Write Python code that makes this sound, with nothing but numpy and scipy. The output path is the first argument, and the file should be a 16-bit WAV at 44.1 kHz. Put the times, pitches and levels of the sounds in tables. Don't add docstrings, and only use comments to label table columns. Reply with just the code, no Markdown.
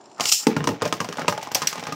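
import sys
import numpy as np
from scipy import signal
from scipy.io import wavfile
from scipy.ndimage import uniform_filter1d

SR = 44100
rng = np.random.default_rng(int(sys.argv[2]) if len(sys.argv) > 2 else 0)


def store_pcm(level_fs):
    pcm = np.round(np.clip(level_fs, -1, 1) * 32767).astype(np.int16)
    wavfile.write(sys.argv[1], SR, np.atleast_2d(pcm).T)


def decibels_to_gain(level_db):
    exponent = np.asarray(level_db, float) / 20
    return 10 ** exponent


N = 85995

# start [s], knock [dB], bowl boom [dB], rim tick [dB], knock pitch [Hz].
BLOWS = [(0.198, -11.5, -41, -30.5, 1240), (0.207, -11.5, -42, -18, 698), (0.4685, -6.5, 0, -19, 900),
         (0.5655, -8.5, -7.5, -29, 1400), (0.606, -16, -15, -67, 1340), (0.641, -15, -19, -28.5, 1290),
         (0.673, -4.5, -9.5, -20.5, 935), (0.69, -7, -11.5, -33, 616), (0.82, -9, -15, -25, 1400),
         (0.853, -10, -20, -25, 600), (0.9255, -7, -21, -22.5, 1070), (0.938, -21, -28, -33.5, 1100),
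         (1.003, -9.5, -16.5, -24.5, 1130), (1.281, -4, -22, -17, 985), (1.549, -17.5, -55, -17, 886),
         (1.619, -12.5, -49, -22.5, 1240), (1.671, -31, -53, -20, 2900)]
# start [s], knock [dB], bowl boom [dB], rim tick [dB], knock pitch [Hz].
REBOUNDS = [(.827, -9.5, -28.5, -34, 537), (.861, -13.5, -22, -57, 710), (.877, -34, -28, -31.5, 605),
            (1.012, -15, -26, -35, 1110), (1.284, -5, -46, -28, 590), (1.296, -12, -25, -28, 590),
            (1.556, -10.5, -49, -36, 770), (1.632, -15.5, -28.5, -48, 1030), (1.887, -24, -23, -56, 690),
            (1.184, -13, -30, -47, 960), (1.204, -26, -43, -47, 1230)]
# start [s], knock [dB], bowl boom [dB], rim tick [dB],
# knock pitch [Hz].
SKIPS = [(0.717, -20, -16, -45, 895), (0.882, -25, -47, -54, 570), (1.045, -16, -29, -32, 770),
         (1.088, -16, -19, -33, 490), (1.126, -21.5, -63, -32, 1170), (1.171, -20.5, -29, -32.5, 554),
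         (1.194, -15, -56, -32, 654), (1.218, -17.5, -20, -38, 1330), (1.246, -18.5, -26, -52, 533),
         (1.325, -10.5, -25, -31, 810), (1.377, -13.5, -39, -34, 900), (1.428, -19, -72, -30, 900),
         (1.472, -18, -33, -39.5, 990), (1.516, -17.5, -45, -33, 980), (1.728, -17.5, -43, -28, 1240),
         (1.756, -20, -47, -35.5, 1050), (1.78, -19.5, -25, -38, 910), (1.827, -19.5, -30.5, -41, 1050),
         (1.868, -15.5, -51, -31, 1140), (1.876, -22, -26, -44, 715), (1.923, -14.5, -21.5, -30, 1220)]
# start [s], level [dB].
CLASHES = [
    (1.4309, -33.5),
    (1.5183, -30),
    (1.547, -11),
    (1.552, -11.5),
    (1.6722, -8.5),
    (1.6728, -21),
    (1.925, -32),
]
# time [s], rasp [dB], housing rumble [dB].
RELEASE = [
    (0.316, -19, -42),
    (0.324, -10, -31.5),
    (0.335, -18.5, -63),
    (0.351, -22, -76),
    (.4, -30, -47.5),
    (0.441, -36, -44.5),
    (.452, -48, -64),
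    (.466, -66, -76),
]


def evened(x):
    return x / np.sqrt(np.mean(x ** 2) + 1e-20)


def high_pass(x, order, cut_hz):
    return signal.sosfilt(signal.butter(order, cut_hz, "high", fs=SR, output="sos"), x)


def read(points, hz):
    f, value = np.transpose(points)
    return np.interp(np.log(hz + 1), np.log(f + 1), value)


def coloured(x, spectrum):
    hz = abs(np.fft.fftfreq(4096, 1 / SR))
    log_gain = np.log(decibels_to_gain(np.maximum(read(spectrum, hz), -100)))
    taps = np.fft.ifft(np.exp(np.conj(signal.hilbert(log_gain)))).real[:2048]
    return evened(signal.oaconvolve(x, taps)[:len(x)])


def clicks(per_s, spread_db):
    size = decibels_to_gain(spread_db * np.minimum(rng.exponential(1, N), 4))
    sign = rng.choice([-1., 1.], N)
    return size * sign * (rng.random(N) < per_s / SR)


def curve(points, axis):
    p = np.array(points)
    return decibels_to_gain(np.interp(np.arange(N) / SR, p[:, 0], p[:, axis], left=-120, right=-120))


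def add(mix, start_s, sound):
    part = mix[round(start_s * SR):][:len(sound)]
    part += sound[:len(part)]


def ring(modes, size=4000, flip=1):
    hz, db, t60_s = np.transpose(modes)[:, :, None]
    t = np.arange(size) / SR
    place_db = 2 * rng.standard_normal((len(hz), 1))
    level_db = db + place_db - 60 * t / np.maximum(t60_s, 0.005)
    sign = np.resize([1, flip], len(hz))[:, None]
    return (sign * decibels_to_gain(level_db) * np.sin(2 * np.pi * hz * t)).sum(0)


def struck(body, chatter_s, share=0.24):
    t = np.arange(900) / SR
    chatter = share * rng.standard_normal(len(t)) * np.exp(-t / chatter_s)
    out = signal.fftconvolve(body, chatter + (t == 0))
    return out / np.sqrt(np.mean(out[:440] ** 2))


def hush():
    # frequency [Hz], density [dB per Hz].
    hush_colour = [(15, -71), (100, 2.5), (399, 14.5), (457, 7.5), (617, 12.5), (878, 13), (2090, -12),
                   (6920, -9.5), (16500, -53)]
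    rasp_level = uniform_filter1d(curve(RELEASE, axis=1), size=2000)
    duck = 1 / (1 + 4 * rasp_level / decibels_to_gain(-46))
    return decibels_to_gain(-50) * duck * coloured(rng.standard_normal(N), hush_colour)


def room(x):
    # frequency [Hz], t60 [s].
    decay = [(150, 0.27), (600, 0.17), (2000, 0.041), (6000, 0.093), (15000, 0.18)]
    taps = np.zeros(SR // 2)
    at = np.arange(200, len(taps) - 20, 20)
    taps[at + rng.integers(0, 20, len(at))] = rng.choice([-1., 1.], len(at))
    hz, t, z = signal.stft(taps, SR, nperseg=256)
    t60_s = np.maximum(read(decay, hz), 0.05)[:, None]
    tail = signal.istft(z * decibels_to_gain(-60 * t / t60_s), SR, nperseg=256)[1]
    return signal.fftconvolve(x, tail / np.linalg.norm(tail))[:N]


def launcher_modes():
    # frequency [Hz], width [Hz], level [dB].
    resonances = [(2790, 470, -13.5), (4260, 200, -19), (4800, 440, -12), (5430, 370, -9), (5860, 360, -14),
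                  (7120, 200, -14), (7360, 160, -14), (8150, 450, -23), (9040, 900, -24.5)]
    return [(hz, db, 2.15 / width_hz) for hz, width_hz, db in resonances]


def launcher():
    # time [s], rasp [dB], housing rumble [dB].
    pull = [
        (.172, -64, -50.5),
        (.2, -55, -37.5),
        (.213, -34, -33),
        (.247, -30.5, -41),
        (.256, -31, -30),
        (.266, -25.5, -42.5),
        (.296, -17.5, -38),
        (.308, -29.5, -87),
        (.314, -29, -44),
    ]
    # start [s], level [dB].
    fidget = [(0.012, -44), (0.0404, -46), (0.0573, -40), (0.099, -47), (0.1155, -42.5), (0.13, -48),
              (0.147, -43), (0.163, -45), (0.181, -40)]
    # frequency [Hz], density [dB per Hz].
    rasp_colour = [(880, -81), (1500, -98), (2500, -14), (3410, -5.5), (6560, 1.5), (7800, -0.5),
                   (9790, -12.5), (15500, -11.5), (16500, -56)]

    teeth = clicks(per_s=5000, spread_db=2.5)
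    resonant = evened(signal.fftconvolve(teeth, ring(launcher_modes(), flip=-0.77))[:N])
    broad = decibels_to_gain(-1.5) * coloured(teeth[::-1], rasp_colour)
    rasp = evened(high_pass(resonant + broad, 6, 1700))
    housing = evened(signal.fftconvolve(clicks(970, 1.2), knock(1330))[:N])

    out = np.zeros(N)
    for points in (pull, RELEASE):
        out += curve(points, axis=1) * rasp + curve(points, axis=2) * housing
    for start_s, db in fidget:
        tick = struck(ring(launcher_modes(), flip=-1.27), 0.0047)
        add(out, start_s - 0.001, decibels_to_gain(db - 12.5) * tick)
    return out


def rims():
    # start [s], level [dB].
    ticks = [(0.239, -25), (0.255, -15.5), (0.967, -42), (1.156, -61), (1.264, -50), (1.406, -53),
             (1.415, -37), (1.45, -42), (1.539, -40), (1.609, -41), (1.624, -23.5), (1.659, -47),
             (1.795, -32.5), (1.804, -37), (1.838, -32), (1.845, -58)]
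    # frequency [Hz], density [dB per Hz].
    crack_colour = [(1180, -71), (2000, 0), (2770, 3.5), (3950, -1.5), (5670, 3), (9380, -10.5),
                    (14700, -36.5), (16100, -12), (16500, -46)]
    # frequency [Hz], density [dB per Hz].
    tail_colour = [(880, -34.5), (1500, -8.5), (2820, -10), (3810, -9.5), (5470, -4), (10300, -21),
                   (14900, -17.5), (16000, -20), (16500, -20)]
    crack_s, tail_db, tail_t60_s = 0.004, -9.5, 0.19

    t = np.arange(16000) / SR
    hits = [(row[0], row[3] - 1.5) for row in list(BLOWS) + list(SKIPS) + list(REBOUNDS)]
    hits += [(start_s, db - 3.9) for start_s, db in ticks]
    crack_power, tail_power = np.zeros(N), np.zeros(N)
    for start_s, db in hits:
        add(crack_power, start_s, decibels_to_gain(2 * db + 9) * np.exp(-2 * t / crack_s))
    for start_s, db in hits + [(start_s, db - 6) for start_s, db in CLASHES]:
        fall = decibels_to_gain(2 * (db + tail_db - 60 * t / tail_t60_s))
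        add(tail_power, start_s, fall * np.minimum(t / 0.0007, 1))

    burst = np.sqrt(crack_power) * evened(clicks(11000, 0.94))
    burst_rms = np.sqrt(np.mean(burst ** 2))
    wash = np.sqrt(tail_power) * coloured(rng.standard_normal(N), tail_colour)
    return burst_rms * coloured(burst, crack_colour) + wash


def clashes():
    # frequency [Hz], level [dB], t60 [s].
    metal = [(2770, -11, 0.022), (4750, 2, 0.013), (4350, -12, 0.01), (4900, -13, 0.016),
             (5650, 9.5, 0.017), (6140, -7.5, 0.042), (6290, -1.5, 0.014), (7180, -2.5, 0.027),
             (7870, 5.5, 0.0068), (11800, 0, 0.0052), (13300, -0.5, 0.0089), (15000, 1, .006)]
    out = np.zeros(N)
    for start_s, db in CLASHES:
        add(out, start_s, decibels_to_gain(db - 9) * struck(ring(metal, size=2500, flip=-0.98), 0.0018, 0.74))
    return out


def boom():
    # frequency [Hz], level [dB], t60 [s].
    low_modes = [(145, -16, 0.13), (176.8, 10.5, 0.24), (212, 1, 0.2), (239, 4.5, 0.15), (288, 8.5, 0.31),
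                 (340.6, 5.5, 0.21), (355, 9, 0.085), (447.5, 13, 0.3)]
    hz, db, t60_s = np.tile(low_modes, (4, 1)).T
    hz = hz * (1 + 0.06 * rng.standard_normal(len(hz)))
    t60_s = t60_s * rng.uniform(0.3, 1, len(hz))
    return ring(np.c_[hz, db, t60_s], size=8000)


def knock(knock_hz):
    # frequency [Hz], level [dB], t60 [s].
    wall = [(512.8, -14, 0.6), (590, 0.5, 0.12), (704.7, 0.5, 0.14), (838.8, -1, 0.17), (900, -7, 0.2),
            (988, 9, 0.047), (1099, 5, 0.045), (1240, 9.5, 0.03), (1400, 2, 0.034), (1562, 6.5, 0.025),
            (1798, 4.5, 0.045), (2140, -8, 0.089), (2751, 4, 0.11), (3090, -4, 0.15)]
    hz, db, t60_s = np.tile(wall, (2, 1)).T
    twin = np.repeat([0, 1], len(wall))
    hz = hz * (1 + 0.025 * (0.34 + twin) * rng.standard_normal(len(hz)))
    db = db - 9 * abs(np.log2(hz / knock_hz))
    walls = np.c_[hz, db, t60_s * (1 - 0.55 * twin)]
    contact_spot = [[knock_hz, 11.5, 0.036]]
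    return ring(np.r_[walls, contact_spot], size=6000)


def scrape():
    # time [s], level [dB].
    pressure = [(0, -61), (.3, -85), (.33, -87), (.45, -53.5), (.5, -40), (.7, -43), (.8, -45), (.86, -30),
                (.9, -45), (1.15, -41.5), (1.2, -36.5), (1.26, -42.5), (1.4, -41.5), (1.52, -45.5),
                (1.6, -37.5), (1.7, -42.5), (1.85, -37), (1.95, -38.5)]
    # frequency [Hz], density [dB per Hz].
    scrape_colour = [(35, -37), (60, -59), (573, 9), (2350, 6.5), (4430, -4), (5870, -3), (10100, -35),
                     (15400, -40), (16500, -28)]
    grain_s = 0.0012
    grain = np.exp(-np.arange(600) / SR / grain_s)
    bumps = abs(clicks(per_s=1200, spread_db=4))
    grit = np.convolve(bumps, grain)[:N] * rng.standard_normal(N)
    rung = evened(signal.fftconvolve(grit, boom())[:N])
    return curve(pressure, axis=1) * (coloured(grit, scrape_colour) + decibels_to_gain(-10) * rung)


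def bounces():
    out = np.zeros(N)
    for rows, share in ((BLOWS, 0.16), (SKIPS, 0.4), (REBOUNDS, 0.4)):
        for start_s, knock_db, boom_db, _, knock_hz in rows:
            add(out, start_s, decibels_to_gain(boom_db - 11) * struck(boom(), 0.0064))
            add(out, start_s, decibels_to_gain(knock_db - 13.5) * struck(knock(knock_hz), 0.0039, share))
    return out


def scene():
    dry = high_pass(bounces() + scrape() + launcher(), 3, 120)
    mid = dry + decibels_to_gain(-5.5) * room(dry) + rims() + clashes() + hush()
    smear = rng.standard_normal(60) / np.sqrt(60)
    side = decibels_to_gain(-23) * high_pass(np.convolve(mid, smear)[:N], 10, 5300)
    return np.array([mid + side, mid - side])


def low_pass(x):
    return signal.sosfilt(signal.butter(12, 16980, fs=SR, output="sos"), x)


def record(dry):
    x = high_pass(dry, 3, 80)
    band_limit = signal.firwin(255, 15900, window=("kaiser", 5), fs=SR)
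    x = signal.oaconvolve(x, band_limit[None], "same")
    return low_pass(x)


dry = scene()
out = record(dry)
store_pcm(out)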